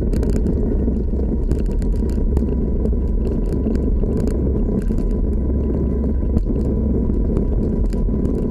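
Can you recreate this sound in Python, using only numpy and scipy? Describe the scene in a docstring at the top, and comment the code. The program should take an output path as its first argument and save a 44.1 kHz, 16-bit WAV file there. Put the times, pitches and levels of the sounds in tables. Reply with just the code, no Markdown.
"""Rough paving, over which an electric skateboard rolls fast, heard by a camera fixed to the deck.
Filtered noise gives the tyre roar, the hiss of grit and the bending resonances of the deck; phase-wandering
sines give the hum of the motor shaft and the whine of its belt. Cracks push and stones knock; the loose
camera case clicks, ticks and rattles as struck modes, and a far bird warbles twice.
A quick gain control holds the level nearly flat."""
import sys
import numpy as np
from scipy import signal
from scipy.io import wavfile
from scipy.ndimage import uniform_filter1d

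SR = 44100
rng = np.random.default_rng(int(sys.argv[2]) if len(sys.argv) > 2 else 0)


def waveform_to_disk(signal):
    """Save audio, clipped to [-1, 1], as 16-bit WAV at the path in sys.argv[1]."""
    frames = np.transpose(np.atleast_2d(signal))
    scaled = np.clip(frames, -1, 1) * 32767
    samples = np.round(scaled).astype(np.int16)
    wavfile.write(sys.argv[1], SR, samples)


N = 374850
TIME = np.arange(N) / SR  # s

# All source levels hold ahead of the gain control.
# Rotation of the motor shaft. Each row: time in seconds, speed in Hz.
SHAFT_SPEED = [(0, 62.9), (.55, 63.1), (1, 62.3), (1.6, 63.6), (2, 63.8), (2.3, 64.5), (2.55, 65.5),
               (3.3, 65.8), (3.6, 66.1), (5.1, 66.3), (5.28, 65.8), (5.9, 66.6), (6.2, 65.8), (6.5, 66.7),
               (7, 65.4), (7.3, 66), (7.56, 65.05), (7.9, 65.7), (8.25, 66.7), (8.5, 66.3)]
TEETH, BUZZ_ORDER = 15, 23.5  # belt teeth per shaft turn; the buzz, in multiples of the shaft speed
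# Levels of the ride. Each row: time in seconds, deck flex in dB, shaft hum in dB, tyre roar in dB.
RIDE_LEVELS = [(0, -22.5, -25, -24), (.15, -22, -21, -19.5), (.7, -21, -25.5, -19.5),
               (.9, -19, -17.5, -17.5), (1.2, -30, -17.5, -19), (1.45, -26, -24, -26),
               (1.8, -15, -34.5, -23.5), (2.3, -20.5, -18.5, -21.5), (2.6, -30, -22, -21),
               (3, -14.5, -23.5, -22), (3.3, -26, -22.5, -21), (3.45, -29.5, -29.5, -24),
               (3.6, -28.5, -24.5, -20.5), (3.9, -15.5, -23, -20), (4.3, -28.5, -27, -21),
               (4.48, -30, -15, -18), (4.7, -18.5, -28.5, -20.5), (4.95, -24, -38.5, -21.5),
               (5.25, -23, -23.5, -22.5), (5.65, -26, -20, -20), (5.85, -39.5, -21.5, -19.5),
               (6.15, -31, -16.5, -23), (6.4, -21, -24, -20.5), (6.7, -22, -26, -17.5),
               (6.9, -32.5, -15, -17), (7.15, -15.5, -26, -21), (7.38, -29, -22.5, -18.5),
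               (7.7, -14, -33.5, -20), (8, -14.5, -30, -21), (8.15, -31.5, -22, -21),
               (8.45, -17, -33, -21.5), (8.5, -40, -37, -26)]
# Levels of belt and grit. Each row: time in seconds, belt whine in dB, its octave in dB, fizz in dB.
WHINE_LEVELS = [(0, -60, -69, -75), (.2, -49, -60, -89), (.45, -51, -63.5, -71), (.73, -52.5, -58, -70),
                (1.06, -51, -60.5, -69.5), (1.5, -56, -73, -74), (2.01, -49, -63.5, -73),
                (2.8, -52, -68.5, -74), (4.3, -49.5, -70, -78.5), (4.95, -50.5, -67, -68),
                (5.3, -50, -67.5, -78), (5.9, -48, -64.5, -77), (6.3, -50.5, -65.5, -79),
                (6.6, -49.5, -75, -75), (7.3, -49, -67, -71.5), (7.9, -50.5, -70, -69.5),
                (8.5, -50, -71, -79)]
# Noise bands about the belt tone, its octave and the buzz.
# Each row: width in Hz, level in dB above the tone that it follows.
FUZZ_BANDS = [(60, -9.5), (70, -8.5), (59, -1.5)]
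# Bending modes of the deck. Each row: frequency in Hz, width scale in Hz, relative level in dB.
DECK_MODES = [(32.5, 13, -9), (39.12, 6.8, 0), (51.7, 8.2, -9.5)]
# Spectrum of the tyre roar. Each row: frequency in Hz, relative density in dB per Hz.
ROAR_SPECTRUM = [(40, -31), (85, -10), (113, -4.5), (170, -5), (220, 2), (298, -8), (430, -6.5), (540, -18),
                 (660, -24.5), (800, -35.5), (1000, -35), (1250, -49), (1540, -44), (1770, -54.5),
                 (1980, -52), (2380, -54), (2650, -80), (6000, -73.5)]
# Spectrum of the hiss of grit. Each row: frequency in Hz, relative density in dB per Hz.
HISS_SPECTRUM = [(1470, -32), (2500, 2.5), (3410, -15), (4300, -1), (5640, 2.5), (8040, -8), (13500, -14),
                 (14600, -11.5), (15100, -50.5)]
# The wheels unload over a seam. Each row: time in seconds, length in seconds, depth in dB.
SEAM_LIFTS = [(1.037, 0.27, -10), (4.832, 0.065, -12), (6.433, 0.08, -14), (7.906, 0.065, -11)]
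# A loose part rattles lightly inside the case. Each row: time in seconds, level in dB.
RATTLE_BLOWS = [(0.1264, -45), (0.1434, -42), (0.1764, -47), (0.1874, -47), (0.1964, -44), (0.1994, -45),
                (0.2064, -42), (0.3864, -54), (0.396, -38), (0.5756, -43), (0.637, -41), (0.6644, -48),
                (1.0355, -52), (1.6387, -51), (1.7005, -44), (1.7848, -38), (1.8507, -35), (1.8981, -57),
                (2.2588, -45), (2.4728, -44), (3.2016, -57), (3.3104, -49), (3.3274, -47), (3.3404, -52),
                (3.3942, -57), (3.457, -51), (3.5967, -58), (3.7229, -47), (3.7324, -44), (3.7928, -46),
                (3.8354, -47), (3.9174, -60), (4.0617, -42), (4.8504, -48), (5.0814, -51), (5.2944, -51),
                (5.3702, -60), (5.6057, -45.5), (5.7982, -54), (5.9663, -66), (5.9824, -54), (6.0392, -47),
                (6.0674, -58), (6.1145, -64), (6.1424, -63), (6.2644, -49), (6.2774, -45), (6.376, -50),
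                (6.3795, -44), (6.3885, -44), (6.398, -46), (6.4477, -72), (6.5939, -42), (6.8568, -54),
                (7.3557, -44), (7.5622, -57), (7.664, -47), (7.8446, -46), (8.1938, -46), (8.3384, -51)]
# Modes of the loose part. Each row: frequency in Hz, level in dB, decay time t60 in seconds.
RATTLE_MODES = [(4370, -1, 0.0075), (5140, -5.5, 0.0019), (6040, -2.5, 0.0034), (7900, -4, 0.0027)]
# The case falls back on a softer stop. Each row: time in seconds, level in dB.
TICK_BLOWS = [(0.1206, -52), (0.1511, -34), (0.2523, -45), (0.2833, -50), (0.3142, -38), (0.3476, -40),
              (0.3785, -39), (0.4489, -55), (0.4803, -44), (0.7936, -43), (0.946, -43), (1.257, -47),
              (1.536, -51), (1.5663, -49), (1.6008, -31), (1.731, -37), (1.7749, -51), (1.8078, -48),
              (1.9028, -54), (2.0104, -44), (2.1115, -40), (2.1405, -40), (2.1755, -51), (2.381, -46),
              (2.4892, -41), (2.525, -38), (2.6439, -48), (2.7662, -50), (3.2181, -42), (3.252, -37),
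              (3.3194, -41), (3.3523, -46), (3.441, -40), (3.4755, -40), (3.5114, -43), (3.6404, -45),
              (3.6716, -36), (3.7055, -42), (3.7394, -43), (3.8416, -45), (3.928, -53), (3.9992, -39),
              (4.119, -42), (4.2916, -33), (4.5994, -52), (4.8045, -41), (4.8709, -39.5), (4.8993, -41),
              (4.996, -42), (5.094, -43), (5.1262, -40), (5.637, -40), (5.666, -45), (5.7394, -44),
              (5.8686, -40.5), (6.2638, -45), (6.5589, -38), (7.888, -46), (7.9867, -48), (8.432, -39)]
# Modes of the soft stop. Each row: frequency in Hz, level in dB, decay time t60 in seconds.
STOP_MODES = [(1500, -1, .012), (2720, 0, .013), (4250, -6, .007), (5550, -13, .004)]
# The case snaps against its mount. Each row: time in seconds, level in dB.
CLICK_BLOWS = [(.1339, -22), (.1361, -21), (.164, -14.5), (.1679, -26), (.2321, -14.5), (.2342, -28),
               (.2654, -30), (.2968, -17), (.3293, -18), (.3624, -13.5), (.4004, -48), (.4675, -21.5),
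               (.5343, -33), (.9667, -41), (1.1892, -44), (1.4361, -36.5), (1.5146, -16.5), (1.5287, -30),
               (1.5515, -29), (1.5873, -31), (1.6615, -23), (1.7151, -29), (1.7905, -31), (1.8225, -22.5),
               (1.9261, -27.5), (1.9585, -25), (1.9743, -36), (1.9962, -30), (2.0958, -21), (2.1252, -23),
               (2.1559, -30), (2.3694, -18), (2.3942, -30), (2.3982, -45), (2.8576, -25), (3.0573, -50),
               (3.0771, -35.5), (3.2732, -22.5), (3.3022, -43), (3.3344, -43), (3.4603, -30.5),
               (3.4924, -28.5), (3.5261, -24.5), (3.7546, -15.5), (3.8268, -39), (3.9065, -44),
               (4.1306, -35.5), (4.1732, -25.5), (4.202, -20), (4.2039, -22.5), (4.2402, -41),
               (4.2757, -19.5), (4.3064, -19.5), (4.791, -28.5), (4.8203, -33), (4.8813, -24),
               (4.9179, -24), (4.983, -24.5), (5.011, -32), (5.111, -28.5), (5.3336, -31.5), (5.9054, -49),
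               (6.0579, -41), (6.3825, -23), (6.3862, -40), (6.391, -37), (6.3955, -43), (6.4104, -31.5),
               (6.6132, -27.5), (6.6154, -36), (6.6498, -35), (7.1425, -34.5), (7.3688, -27), (7.632, -34),
               (7.8588, -24.5), (7.902, -33), (7.93, -29), (7.9781, -42), (8.2541, -23.5), (8.3523, -31),
               (8.3837, -33.5), (8.4227, -36)]
# Modes of the case. Each row: frequency in Hz, level in dB, decay time t60 in seconds.
CASE_MODES = [(1607, -9.5, 0.015), (1942, -9.5, 0.0083), (2360, -19.5, 0.021), (2750, 6, 0.0018),
              (4760, 8, 0.0019), (7260, 12, 0.0011), (9060, 15, 0.00076), (11200, -3.5, .001),
              (12400, -10, 0.002), (12700, -21, 0.00072)]
# Wheels hit cracks. Each row: time in seconds, level in dB, length scale of the push in seconds.
CRACKS = [(.1365, -5, .0019), (.1672, -2.5, .0024), (.2995, -4, .002), (.365, -4, .0019),
          (.4875, -4, .0023), (.5585, -4, .0024), (1.5163, 1, .0027), (1.5302, -2, .0035),
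          (2.1851, -5, .0028), (2.3719, 4, .0026), (3.7573, -1, .0022), (4.1757, -4, .0026),
          (4.2043, -1, .0023), (4.2875, -4, .0024), (4.5653, -5, .0028), (4.9852, -4, .0022),
          (5.84, -4.5, .0022), (6.3711, 6, .0034), (7.0986, -2.5, .0028), (7.3711, 1.5, .002),
          (7.6786, -4, .0028), (8.142, -5, .0024), (8.2565, 0, .0025)]
# The deck rings after a crack. Each row: frequency in Hz, level in dB, decay time t60 in seconds.
THUMP_MODES = [(72.4, 0.5, 0.041), (120, -6.5, 0.045), (192, -7.5, 0.038), (393, -8.5, 0.033),
               (640, -22.5, 0.026)]
# Larger stones knock the axles. Each row: time in seconds, level in dB before softening.
STONE_KNOCKS = [(.229, -5), (.295, -12), (.36, -14), (.466, -11), (.631, -8), (.712, -17), (.752, -11),
                (1.434, -16.5), (1.513, -18), (1.925, -24), (2.124, -21), (2.3685, -8.5), (2.853, -11),
                (2.925, -13.5), (3.024, -20), (3.269, -13), (3.3, -21), (3.491, -18), (3.705, -14),
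                (3.754, -38), (4.036, -7), (4.2, -14), (4.273, -9.5), (4.35, -17), (4.689, -15),
                (4.745, -12), (4.916, -15), (5.126, -14.5), (5.961, -26), (6.041, -12), (6.367, -7),
                (6.557, -31), (6.595, -17), (6.694, -12.5), (6.785, -24), (6.972, -14), (7.244, -18),
                (7.545, -30), (7.581, -32), (7.842, -9.5)]
# Modes of the axles. Each row: frequency in Hz, level in dB, decay time t60 in seconds.
AXLE_MODES = [(273, -5, 0.069), (415.4, 2.5, 0.064), (597, -15, 0.088), (913, -17.5, 0.038),
              (1500, -7.5, 0.0027)]
# Notes of a far bird. Each row: start in seconds, length in seconds, mean frequency in Hz, level in dB.
BIRD_NOTES = [(3.71, 0.076, 6940, -67), (4.628, .075, 6740, -67)]

SEESAW_S, FLEX_SEESAW_DB, HUM_SEESAW_DB = 0.043, 7.5, 3  # smoothing time; dB per unit of seesaw
JOLT_S, JOLT_SHARE = 0.015, 0.68  # the load just before a lift, as a share of its depth
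JITTER_PER_S, JITTER_DB, SHAKEN_DB = 64, -64.5, 15.5  # faint rattles, and their rise at full shaking
SETTLE_S, SHAKEN_FIZZ_DB = 0.029, 12  # decay of the shaking; its lift of the fizz when full
THUMP_DB = -8  # ringing of the deck relative to the push
RISE_S = 0.00019  # onset time of every ring
SPOT_DB = 5  # rms spread of a rattle's modes from blow to blow
SENSED_PEAK = .55  # amplitude above which the gain control feels no more
EDGE_HZ = 14650  # upper band limit


def gain_of(db):
    """Decibels express an amplitude ratio."""
    return 10 ** (np.asarray(db) / 20)


def evened(x):
    """Division by the root mean square gives rms 1."""
    return x / np.sqrt(np.mean(x ** 2) + 1e-20)


def curve(rows, axis):
    """Linear interpolation turns one column into a signal."""
    return np.interp(TIME, [r[0] for r in rows], [r[axis] for r in rows])


def drift(seconds):
    """Twice-averaged white noise wanders slowly, with rms 1."""
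    width = max(int(seconds * SR), 1)
    once = uniform_filter1d(rng.standard_normal(N), width, mode="wrap")
    return evened(uniform_filter1d(once, width, mode="wrap"))


def resonate(x, hz, width):
    """Heterodyning: hz is shifted to zero, smoothed and shifted back, a resonance of gain 1."""
    turn = np.exp(2j * np.pi * np.cumsum(hz * np.ones(N)) / SR)
    r = np.exp(-np.pi * width / SR)
    return 2 * (turn * signal.lfilter([1 - r], [1, -r], x / turn)).real


def coloured(x, points):
    """A minimum-phase filter shapes the spectrum causally; the result has rms 1."""
    f, db = np.transpose(points)
    hz = abs(np.fft.fftfreq(8192, 1 / SR))
    spectrum_db = np.interp(np.log(hz + 1), np.log(f), db)
    log_gain = np.log(gain_of(np.maximum(spectrum_db, -100)))
    # the Hilbert transform of the log gain gives the minimum phase
    taps = np.fft.ifft(np.exp(np.conj(signal.hilbert(log_gain)))).real[:4096]
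    return evened(signal.oaconvolve(x, taps)[:N])


def grains(per_s, spread_db):
    """A random point process: sparse impulses, a few of them large."""
    sizes = gain_of(spread_db * np.minimum(rng.exponential(1, N), 5))
    return sizes * (rng.random(N) < per_s / SR)


def train(rows):
    """Each row excites by one impulse at its time and level."""
    out = np.zeros(N)
    for s, db in rows:
        out[round(s * SR)] += gain_of(db)
    return out


def struck(blows, modes):
    """Modal superposition: each blow rings the same decaying sines, scaled to a peak of 1."""
    t = np.arange(4000) / SR
    ring = sum(gain_of(db - 60 * t / t60) * np.sin(2 * np.pi * hz * t) for hz, db, t60 in modes)
    ring = ring * (1 - np.exp(-t / RISE_S))
    return signal.oaconvolve(blows, -ring / abs(ring).max())[:N]


def scuffed(blows, seconds, share):
    """Sliding contact: each blow drags a short ragged chatter behind it."""
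    tail = signal.lfilter([1], [1, -np.exp(-1 / (seconds * SR))], blows)
    return blows + share * tail * rng.standard_normal(N) * (rng.random(N) < .15)


def scattered(blows, modes):
    """Excitation depends on position: each blow lands on another spot and wakes the modes unevenly."""
    return sum(gain_of(db + SPOT_DB * drift(.004)) * struck(blows, [(hz, db, t60)])
               for hz, db, t60 in modes) / 3


def deck(seesaw):
    """Forced bending: road noise shakes the modes; the random envelope is evened to follow the level curve."""
    road = rng.standard_normal(N)
    flex = np.zeros(N)
    for hz, w, db in DECK_MODES:
        mode = resonate(resonate(road, hz, 1.93 * w), hz, 1.93 * w)
        flex += gain_of(db) * evened(mode)
    envelope = uniform_filter1d(abs(signal.hilbert(evened(flex))), int(0.03 * SR))
    level_db = curve(RIDE_LEVELS, axis=1) + FLEX_SEESAW_DB * seesaw
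    return gain_of(level_db) * evened(flex / (envelope + 0.047))


def unloading():
    """Contact force sets the wheels' level in dB: it swells at a seam and sinks while they barely touch."""
    change_db = np.zeros(N)
    for s, length, db in SEAM_LIFTS:
        change_db += db * np.exp(-(2 * (TIME - s) / length) ** 4)
        jolt = np.exp(-((TIME - s + length / 2 + JOLT_S) / JOLT_S) ** 2)
        change_db -= JOLT_SHARE * db * jolt
    return change_db


def motor(seesaw):
    """Rotating imbalance hums; belt teeth whine at their meshing rate, shaken and blurred by the road."""
    speed = curve(SHAFT_SPEED, axis=1)
    turns = np.cumsum(speed) / SR
    hum_turns = turns + 0.081 * drift(0.015) + .05 * drift(.06)
    hum_db = curve(RIDE_LEVELS, axis=2) + 2.0 * drift(0.017) + unloading() - HUM_SEESAW_DB * seesaw
    hum = np.sqrt(2) * np.sin(2 * np.pi * hum_turns) * gain_of(hum_db)
    mesh = TEETH * turns + 0.075 * drift(0.013) + 0.11 * drift(0.09)
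    blur = []
    for order, (w, db) in zip((TEETH, 2 * TEETH, BUZZ_ORDER), FUZZ_BANDS):
        band = evened(resonate(rng.standard_normal(N), order * speed, w))
        blur.append(gain_of(db + 4.8 * drift(0.023)) * band)
    tone = gain_of(2.2 * drift(0.015)) * np.sin(2 * np.pi * mesh)
    first = gain_of(curve(WHINE_LEVELS, axis=1)) * (tone + blur[0])
    octave = gain_of(2.5 * drift(.012)) * np.sin(2 * np.pi * (2 * mesh + .09 * drift(.005)))
    upper = gain_of(curve(WHINE_LEVELS, axis=2)) * (octave + blur[1] + blur[2])
    return hum + gain_of(unloading()) * (first + upper)


def shaking():
    """Transient response: each snap, loud or soft, shakes the case almost alike, 0-1, and it dies away."""
    decay = np.exp(-1 / (SETTLE_S * SR))
    shaken = signal.lfilter([1], [1, -decay], train(CLICK_BLOWS) ** 0.039)
    return np.tanh(uniform_filter1d(shaken, int(0.019 * SR)))


def tyres():
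    """Rolling contact: stones press into the rubber in lumps, which also modulate the hiss of fine grit."""
    lumps = drift(0.0092)
    stones = evened(grains(500, 2.1) * rng.choice([-1., 1.], N)) + 0.91 * rng.standard_normal(N)
    roar_db = curve(RIDE_LEVELS, axis=3) + unloading()
    roar = gain_of(roar_db) * coloured(stones * gain_of(2.9 * lumps), ROAR_SPECTRUM)
    hiss_db = 2.5 * np.tanh(.6 * lumps + .5 * drift(.02))
    hiss = coloured(rng.standard_normal(N) * gain_of(hiss_db), HISS_SPECTRUM)
    # each flying speck hits one spot of the case and wakes one mode
    specks = sum(struck(scuffed(grains(140, 4.2), 0.0071, 0.82), [mode]) for mode in CASE_MODES[3:7])
    fizz_db = curve(WHINE_LEVELS, axis=3) + SHAKEN_FIZZ_DB * shaking() + .6 * unloading()
    fizz = gain_of(fizz_db) * (0.6 * hiss + 1.1 * evened(specks))
    faint_ticks = struck(scuffed(gain_of(-69) * grains(29, 2.4), 0.0021, 1.0), STOP_MODES)
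    return roar + fizz + faint_ticks


def jitters():
    """Random excitation: faint blows that strengthen while the case shakes."""
    return gain_of(JITTER_DB + SHAKEN_DB * shaking()) * grains(JITTER_PER_S, 3.8)


def rattles():
    """Repeated impact: a loose part inside the case rings unevenly under listed and random blows."""
    return scattered(scuffed(train(RATTLE_BLOWS) + jitters(), 0.00068, 0.2), RATTLE_MODES)


def ticks():
    """Compliant impact: the soft stop rounds each blow of the case and rings."""
    return struck(uniform_filter1d(scuffed(train(TICK_BLOWS), .0015, .07), size=2), STOP_MODES)


def clicks():
    """Hard impact: a snap against the mount rings the modes of the case."""
    return struck(scuffed(train(CLICK_BLOWS), 0.0015, 0.3), CASE_MODES)


def bumps():
    """Impulsive load: a crack gives a short push with steep sides in a shallow dip, and the deck rings."""
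    out = np.zeros(N)
    for s, db, length in CRACKS:
        u = (TIME - s) / length
        out += gain_of(db) * (np.exp(-9 * abs(u) ** 1.99) - 0.18 * np.exp(-.6 * u ** 2))
    return out - gain_of(THUMP_DB) * struck(train([row[:2] for row in CRACKS]), THUMP_MODES)


def knocks():
    """Cushioned impact: the rubber softens each stone's knock into a short push that rings the axles."""
    push = uniform_filter1d(uniform_filter1d(train(STONE_KNOCKS), size=14), size=14)
    return -struck(push, AXLE_MODES)


def bird():
    """Frequency and amplitude modulation make thin warbling notes."""
    out = np.zeros(N)
    for s, length, hz, db in BIRD_NOTES:
        on = (TIME > s) & (TIME < s + length)
        cycles = np.cumsum(hz + 250 * drift(.002)) / SR
        out += on * gain_of(db + 3.3 * drift(.004)) * np.sin(2 * np.pi * cycles)
    return out


def scene():
    """Linear superposition of all sources; flex and hum trade strength at random."""
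    seesaw = 1.6 * np.tanh(drift(SEESAW_S) / 1.3)
    rolling = deck(seesaw) + motor(seesaw) + tyres()
    case = rattles() + ticks() + clicks()
    return (rolling + case + bumps() + knocks() + bird())[None]


def record(dry):
    """Compression by a slightly lagging gain control, lopsided distortion and clipping, then the band limit."""
    width = int(0.0093 * SR)
    power = np.minimum(dry ** 2, SENSED_PEAK ** 2)
    for _ in range(2):
        power = uniform_filter1d(power, width, origin=width // 5)  # the origin makes it lag
    level_db = 10 * np.log10(abs(power) + 1e-12)
    held = dry / gain_of(0.74 * (level_db + 18.5))  # takes out 0.74 of the departure from -18.5 dB
    clipped = np.clip(held + .2 * held ** 2 - .002, -.69, .69)
    edge = signal.firwin(201, EDGE_HZ, window=("kaiser", 9), fs=SR)
    return signal.oaconvolve(np.pad(clipped, ((0, 0), (100, 100)), "edge"), edge[None], "valid")


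dry = scene()
out = record(dry)
waveform_to_disk(out)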